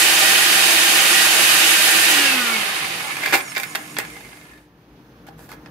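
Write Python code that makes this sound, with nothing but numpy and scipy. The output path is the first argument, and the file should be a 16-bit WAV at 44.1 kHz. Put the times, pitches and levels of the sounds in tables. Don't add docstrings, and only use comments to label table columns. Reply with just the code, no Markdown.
import sys
import numpy as np
from scipy import signal
from scipy.fft import rfft, irfft, next_fast_len
from scipy.io import wavfile

SR = 44100
rng = np.random.default_rng(int(sys.argv[2]) if len(sys.argv) > 2 else 0)


def to_wav(s):
    ch = np.atleast_2d(s).T
    pcm = np.round(np.clip(ch, -1, 1) * 32767)
    wavfile.write(sys.argv[1], SR, pcm.astype(np.int16))


def rack_gain(trim_db):
    fader = np.asarray(trim_db, float)
    return 10 ** (fader / 20)


N = 251370
T = np.arange(N) / SR

FULL_HZ, SWITCH_OFF_S = 317.6, 2.07

# frequency in Hz, shared part of the power (0 to 1).
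LIKENESS = [(40, .85), (150, 0.98), (300, 1), (650, 0.91), (1200, 0.72), (3000, 0.32), (12000, 0.11)]
# frequency in Hz, left over right in dB.
LEFT_OVER_RIGHT = [(60, -0.5), (150, 2), (380, 2), (950, 2.5), (2380, -5.5), (5980, -1.5), (15000, -7)]


def rms_one(x):
    return x / np.sqrt(np.mean(x ** 2) + 1e-20)


def in_time(rows):
    s, *columns = np.transpose(rows)
    return [np.interp(T, s, c) for c in columns]


def at_hz(points, hz):
    point_hz, value = np.array(points).T
    return np.interp(np.log(hz), np.log(point_hz), value)


def alike_at(hz):
    return np.clip(at_hz(LIKENESS, hz), 0, 1)


def lean_db(hz):
    return at_hz(LEFT_OVER_RIGHT, hz) * np.array([[.5], [-.5]])


def drift(rate):
    r = np.exp(-80 * np.pi * rate / SR)
    slow = signal.lfilter([1], [1, -2 * r, r * r], rng.standard_normal(N // 40 + 2002))[2000:]
    return np.interp(np.arange(N) / 40, np.arange(len(slow)), rms_one(slow - slow.mean()))


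def resonance(x, hz, width_hz):
    r = np.exp(-np.pi * width_hz / SR)
    top = np.array([1, 0, -1]) * (1 - r * r) / 2
    return signal.lfilter(top, [1, -2 * r * np.cos(2 * np.pi * hz / SR), r * r], x + 1e-18)


def twice_resonant(x, hz, width_hz):
    return resonance(resonance(x, hz, width_hz), hz, width_hz)


def cut(x, hz, kind, order=2):
    return signal.sosfilt(signal.butter(order, hz, kind, fs=SR, output="sos"), x)


def bands(spectrum, patchy_db, count):
    size = next_fast_len(N)
    hz = np.maximum(np.arange(size // 2 + 1) * SR / size, 1)
    shared, *own = rfft(rng.standard_normal((3, size)))
    alike = alike_at(hz)
    turn = 1.75 * np.sin(2 * np.pi * hz / 1700) * (hz > 900)
    lag = np.exp(1j * turn * np.array([[1], [0]]))
    ears = np.sqrt(alike) * shared * lag + np.sqrt(1 - alike) * np.array(own)
    ears = ears * rack_gain(at_hz(spectrum, hz) + lean_db(hz))
    place = np.clip(np.log(hz / 60) / np.log(260) * (count - 1), 0, count - 1)
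    together = drift(4.0)
    for k in range(count):
        share = np.clip(1 - abs(place - k), 0, 1)
        flicker = rack_gain(patchy_db * (.2 * together + drift(14)))
        centre_hz = 60 * 260 ** (k / (count - 1))
        yield centre_hz, flicker * irfft(ears * share, size)[:, :N]


def shaft_hz():
    drag_per_s, friction_hz = .56, 95
    coast_s = np.maximum(T - SWITCH_OFF_S, 0)
    return np.maximum((FULL_HZ + friction_hz) * np.exp(-drag_per_s * coast_s) - friction_hz, .01)


def shaft_turns():
    return np.cumsum(shaft_hz()) / SR


def speed_db():
    return 20 * np.log10(shaft_hz() / FULL_HZ)


def swell_db(hz, db, width):
    return db - 6 * (np.log(shaft_hz() / hz) / width) ** 2


def motor_tones(turns):
    # multiple of the shaft speed, level in dB.
    order_levels = [(2, -3), (3, -10), (4, -6), (5, 1), (6, 2), (8, -1), (10, 2)]
    # shaft speed in Hz, level in dB, width as a log ratio.
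    order_swells = [(264, -30.5, .18), (143, -45, .04)]
    # frequency in Hz, level in dB.
    housing = [(400, -6), (800, -3), (1000, -8), (1180, 1), (1350, -7), (1500, 2), (1900, 1), (2020, -5),
               (2220, 6), (2400, -3), (2600, 3), (3000, 3), (3200, -4)]
    powered = np.clip((SWITCH_OFF_S + .06 - T) / .06, 0, 1)
    unbalance_db = swell_db(275, -34, .2) - 6 * powered
    unbalance = rack_gain(unbalance_db + 3 + 2.5 * drift(10)) * np.sin(2 * np.pi * turns + .5 * drift(10))
    orders_db = np.maximum(*[swell_db(*row) for row in order_swells])
    orders, speed_hz = np.zeros((2, N)), np.gradient(turns) * SR
    for multiple, db in order_levels:
        waver_db = 3.5 * drift(10)
        ear_turns = rng.uniform(-.12, .12, (2, 1))
        phase = 2 * np.pi * (multiple * turns + ear_turns) + .7 * drift(10)
        level_db = orders_db + db + at_hz(housing, multiple * speed_hz) + waver_db
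        orders += rack_gain(level_db + [[-2], [1]]) * np.sin(phase)
    return unbalance, orders


def roar(turns):
    # time in seconds, level in dB.
    churn = [(0, -12.5), (.5, -13), (1.3, -13), (1.6, -12.5), (2.09, -13), (2.25, -15), (2.41, -19.5),
             (2.6, -21), (2.72, -22.5), (2.97, -27), (3.25, -33), (3.4, -41.5), (3.6, -67)]
    # level in dB at full churn, share of the churn's swing.
    churn_layers = [(-29.5, 0.76), (-13, 1.052), (-15, 1.7)]
    # level in dB at full speed, dB per dB of speed.
    air_layers = [(-41, 1), (-31, .8), (-26, 0.95)]
    # frequency in Hz, noise density in dB per Hz.
    colour = [(30, -56), (110, -15), (190, -12), (270, -12), (420, -7.5), (1050, -7), (1330, -9),
              (1450, -5.5), (3100, 3), (3300, -3), (4750, -4), (5000, -6), (12300, -9.5), (13000, -16)]
    # frequency in Hz, width in Hz, level in dB.
    jar_peaks = [(342, 13, -1.5), (782, 39, -1), (1236, 55, -4), (1789, 18, 4), (1914, 5, 11.0),
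                 (2470, 180, -6.5), (3636, 120, -5.0), (4634, 100, -6), (6550, 60, -13), (7770, 27, -19.0),
                 (8930, 350, -12), (11200, 520, -14.0), (196.0, 17, -14.5), (1433, 72, -1.5),
                 (1630, 16, -1.5), (2220, 62, -15.5), (2795, 67, -10.5), (3800, 30, -3.5)]
    swing_db = in_time(churn)[0] + 13
    parts = np.zeros((3, 2, N))
    for hz, band in bands(colour, patchy_db=.8, count=14):
        parts[np.searchsorted([900, 4500], hz)] += band
    noise = np.zeros((2, N))
    for part, (db, share), (air_db, follows) in zip(parts, churn_layers, air_layers):
        slush = rack_gain(db + share * swing_db)
        air = rack_gain(air_db + follows * speed_db())
        noise += np.hypot(slush, air) * rms_one(part)
    noise *= 1 + 0.029 * np.sin(2 * np.pi * turns)
    out = 0.55 * noise
    for hz, width, db in jar_peaks:
        out += rack_gain(db - at_hz(colour, hz) - 5) * resonance(noise, hz, width)
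    return out


def brushes(turns):
    # frequency in Hz, width in Hz, level in dB.
    holders = [(5500, 900, -1), (6680, 700, 1), (8250, 500, -3), (9450, 400, 3)]
    # frequency in Hz, width in Hz, level in dB.
    bearing = [(799, 73, -15.5), (1170, 420, -4), (1726, 37, 1), (2070, 90, 1), (2180, 90, -3.5),
               (9350, 69, -6)]
    bars = 12
    tick_db = -23.5 + 2.1 * speed_db() - 36 * np.maximum(3.42 - T, 0)
    half_phase = np.pi * bars * turns + 1e-4
    harmonics = np.minimum(np.floor(.26 / (np.gradient(turns) * bars)), 60)
    ticks = np.sin((2 * harmonics + 1) * half_phase) / (2 * np.sin(half_phase))
    ticks = ticks * rack_gain(tick_db + 3.5 * drift(14))
    whine = sum(rack_gain(db) * twice_resonant(ticks, hz, width) for hz, width, db in holders)
    scrape_db = np.minimum(-30.5 + 1.18 * speed_db(), -36)
    scrape = rack_gain(scrape_db + 19 + 3.3 * drift(50)) * rng.standard_normal((2, N))
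    whirr = sum(rack_gain(db) * resonance(scrape, hz, width) for hz, width, db in bearing)
    return (whine + whirr) * rack_gain([[-2], [2]])


def blows(rows, rattle_s):
    s, db, bright_db, thump_db = np.transpose(rows)[:, :, None]
    late, chance = np.moveaxis(rng.exponential(1, (len(s), 14, 2)), -1, 0)
    late = np.minimum(late, 3)
    weaker_db = 9 + 3 * chance + 2.5 * late
    late[:, 0], weaker_db[:, 0] = 0, 0
    return s + late * rattle_s, db - weaker_db, bright_db, thump_db


def slides(rows):
    s, length, db, bright_db, thump_db = np.transpose(rows)[:, :, None]
    draws = rng.random((len(s), 2, 70))
    part = (np.arange(70) + draws[:, 0]) / 70
    arch_db = 20 * np.log10(np.sin(np.pi * part ** .8) + .05)
    return s + part * length, db + arch_db + 1.8 * np.log(draws[:, 1]), bright_db, thump_db


def knocks(contacts, ring_hz, gain_db, snap_db, longest_s):
    # frequency in Hz, level in dB, 60 dB decay time in seconds.
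    jar_modes = [(341.5, -8, 0.72), (385, -4, 0.21), (557, -9.5, 0.031), (632, -1.5, 0.077),
                 (807, 6.5, 0.032), (1025, -3, 0.018), (1190, -5, 0.015), (1470, -1.5, 0.025),
                 (1680, 3, 0.022), (1900, -7.5, 0.029), (2088, -6, .06), (2330, -5, 0.24),
                 (2500, -4.5, 0.031), (2700, -7.5, .06), (2960, -14, 0.015), (3330, -6, 0.062),
                 (3683, -6, 0.062), (4320, -8, 0.043), (4830, -5.5, 0.042), (5260, -12.5, 0.032),
                 (5900, -21.5, 0.027), (6700, -29.5, .03), (7450, -32.5, .03), (9300, -21, .04),
                 (12400, -7.5, .012), (13100, -9.5, .012)]
    columns = []
    for k in range(4):
        columns.append(np.concatenate([np.broadcast_to(c[k], c[0].shape).ravel() for c in contacts]))
    s, db, bright_db, thump_db = columns
    size, at = rack_gain(db + gain_db), np.minimum((s * SR).astype(int), N - 1)
    ringing = np.zeros((2, N))
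    for hz, mode_db, t60 in jar_modes:
        colour_db = bright_db + 18 if hz > 5500 else thump_db + 12 if hz < 900 else 0 * db
        colour_db = colour_db + 7 * np.exp(-(np.log(hz / ring_hz) / .25) ** 2)
        clicks, alike = np.zeros((2, N)), alike_at(hz)
        both, *own = rng.normal(0, 1, (3, len(s)))
        for ear in (0, 1):
            chance = np.sqrt(alike) * both + np.sqrt(1 - alike) * own[ear]
            np.add.at(clicks[ear], at, size * rack_gain(mode_db + colour_db) * chance)
        r = rack_gain(-60 / (min(t60, 150 / hz, longest_s) * SR))
        w = 2 * np.pi * hz / SR
        mode = signal.lfilter([0, np.sin(w)], [1, -2 * r * np.cos(w), r * r], clicks + 1e-18)
        ringing += rack_gain(lean_db(hz)) * mode
    gate = np.zeros((2, N))
    np.add.at(gate[0], at, size * rack_gain(8.5))
    np.add.at(gate[1], at, size * rack_gain(bright_db + 19.0))
    burst = signal.lfilter([1], [1, -rack_gain(-60 / (0.007 * SR))], gate + 1e-18)
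    crack = burst * rng.standard_normal((2, 2, N))
    crack = cut(crack[:, 0], [700, 4500], "band") + cut(crack[:, 1], 4500, "high")
    snap = rack_gain(snap_db) * cut(gate[0], [1200, 7000], "band")
    return cut(ringing, 200, "high") + (snap + crack) * rack_gain([[-2], [2]])


def crumb():
    return [(4.166 + .041 * k, -29.5 - k, -20, -15) for k in range(11)]


def ice_on_blades():
    # time in seconds, peak in dB, brightness in dB, low thump in dB.
    lumps = [(3.168, -13.5, -18, -27), (3.235, -16, -23.5, -35), (3.259, -7.5, -17.5, -44),
             (3.325, -11, -28.5, -15), (3.33, -8, -25, -21.5), (3.339, -5.5, -24.5, -20.5),
             (3.405, -14, -20.5, -30), (3.55, -15, -17, -27), (3.563, -9.5, -30.5, -23),
             (3.568, -9.5, -26, -28), (3.579, -10, -17.5, -25), (3.599, -17, -8.5, -21),
             (3.633, -11, -12.5, -38), (3.75, -9.5, -22.5, -19.5), (3.755, -9.5, -13, -36),
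             (3.945, -30.5, -18.5, -23), (3.967, -13.5, -34, -28), (3.975, -22.5, -26, -16),
             (3.986, -7.5, -11, -18.5), (4.0, -17, -29.5, -36), (4.049, -27, -12.5, -35),
             (4.1, -32, -14, -30)]
    # start in seconds, length in seconds, level in dB, brightness in dB, low thump in dB.
    tumbles = [
        (3.19, 0.18, -17, -16, -22),
        (3.325, .04, -11, -17.5, -15.5),
        (3.34, 0.072, -18, -11.5, -26),
        (3.55, .11, -28.5, -7.5, -26),
        (3.98, 0.077, -32.5, -21, -40),
    ]
    contacts = [blows(list(lumps) + crumb(), rattle_s=.0045), slides(tumbles)]
    return knocks(contacts, ring_hz=2080, gain_db=-17.0, snap_db=6.0, longest_s=.06)


def bearing_squeak():
    # ring in Hz, width in Hz, shaft speed in Hz, level in dB, width as a log ratio of speed.
    rings = [(2110, 170, 26, -47, .42), (1770, 150, 10, -57, .6)]
    rub = rack_gain(5.5 * drift(45)) * rng.standard_normal((2, N))
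    return sum(rack_gain(swell_db(*swell)) * rms_one(twice_resonant(rub, hz, width)) for hz, width, *swell in rings)


def hand_on_jar():
    # time in seconds, peak in dB, brightness in dB, low thump in dB.
    taps = [
        (5.267, -38, -15, -7),
        (5.286, -43, -20, 2),
        (5.392, -38, -13.5, -5),
        (5.491, -36, -13, -13.5),
        (5.517, -23, -20, -19),
        (5.66, -30.5, -27.5, -15.5),
    ]
    # start in seconds, length in seconds, level, brightness and low thump in dB.
    scuffs = [
        (5.266, .035, -45.5, -19.5, -16),
        (5.37, 0.13, -46, -4.5, -13.5),
        (5.485, .075, -40, -13, -10),
    ]
    contacts = [blows(taps, rattle_s=.009), slides(scuffs)]
    return knocks(contacts, ring_hz=1340, gain_db=-16, snap_db=-8.0, longest_s=.024)


def kitchen(x):
    t60_s, level_db = .33, -9
    t = np.arange(int(.6 * SR)) / SR
    noise = rng.standard_normal((2, len(t)))
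    tail = cut(noise, 2100, "low") * rack_gain(-60 * t / t60_s)
    tail += cut(noise, 4000, "high") * rack_gain(-60 * t / (0.43 * t60_s))
    tail *= t > .006
    tail /= np.sqrt((tail ** 2).sum(1, keepdims=True))
    return rack_gain(level_db) * signal.fftconvolve(x, tail, axes=1)[:, :N]


def room_tone():
    # time in seconds, room tone in dB.
    level = [
        (0, -50),
        (2.5, -77),
        (2.8, -45),
        (3.4, -45.5),
        (3.98, -45.5),
        (4.3, -48.5),
        (4.71, -54.5),
        (5.05, -50),
        (5.7, -47),
    ]
    # frequency in Hz, air noise density in dB per Hz.
    air_colour = [(20, -26), (49, -12), (86, -10), (119, 0.5), (193, -3), (297, -2.5), (433, -9),
                  (631, -13), (1200, -14), (2500, -23.5), (6500, -32), (7500, -43.5), (11000, -36),
                  (12000, -35)]
    # frequency in Hz, width in Hz, level in dB.
    hum_modes = [(122, 15, -20.5), (163.8, 13, -9), (301.3, 14, -7), (470, 7.4, -14)]
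    air = rms_one(sum(band for hz, band in bands(air_colour, patchy_db=-1.0, count=8)))
    white = rng.standard_normal(N)
    masked_db = 8 * np.clip(4.1 - T, 0, .2) / 0.15
    rumble = rack_gain(-58.5 + 1.3 * drift(2.5) - masked_db) * rms_one(twice_resonant(white, 56, 14))
    hum = sum(rack_gain(db) * rms_one(twice_resonant(white, hz, width)) for hz, width, db in hum_modes)
    return rack_gain(in_time(level)[0]) * cut(air + hum, 80, "high") + rumble


def scene():
    turns = shaft_turns()
    unbalance, orders = motor_tones(turns)
    struck = brushes(turns) + ice_on_blades() + bearing_squeak() + hand_on_jar()
    reflected = kitchen(struck + rack_gain(-3) * orders)
    return unbalance + orders + roar(turns) + struck + reflected + room_tone()


def roll_off(x):
    return signal.sosfilt(signal.butter(12, 15680, fs=SR, output="sos"), x)


def record(dry):
    since = T - 3.34
    duck_db = 6 * np.clip(since / 0.086, 0, 1) * np.exp(-np.maximum(since, 0) / 0.19)
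    rounded = 1.433 * np.tanh(rack_gain(-duck_db) * cut(dry, 40.6, "high") / 1.183)
    top = signal.ellip(12, .3, 60, 15700, fs=SR, output="sos")
    mix = signal.sosfilt(top, rounded)
    return roll_off(mix)


dry = scene()
out = record(dry)
to_wav(out)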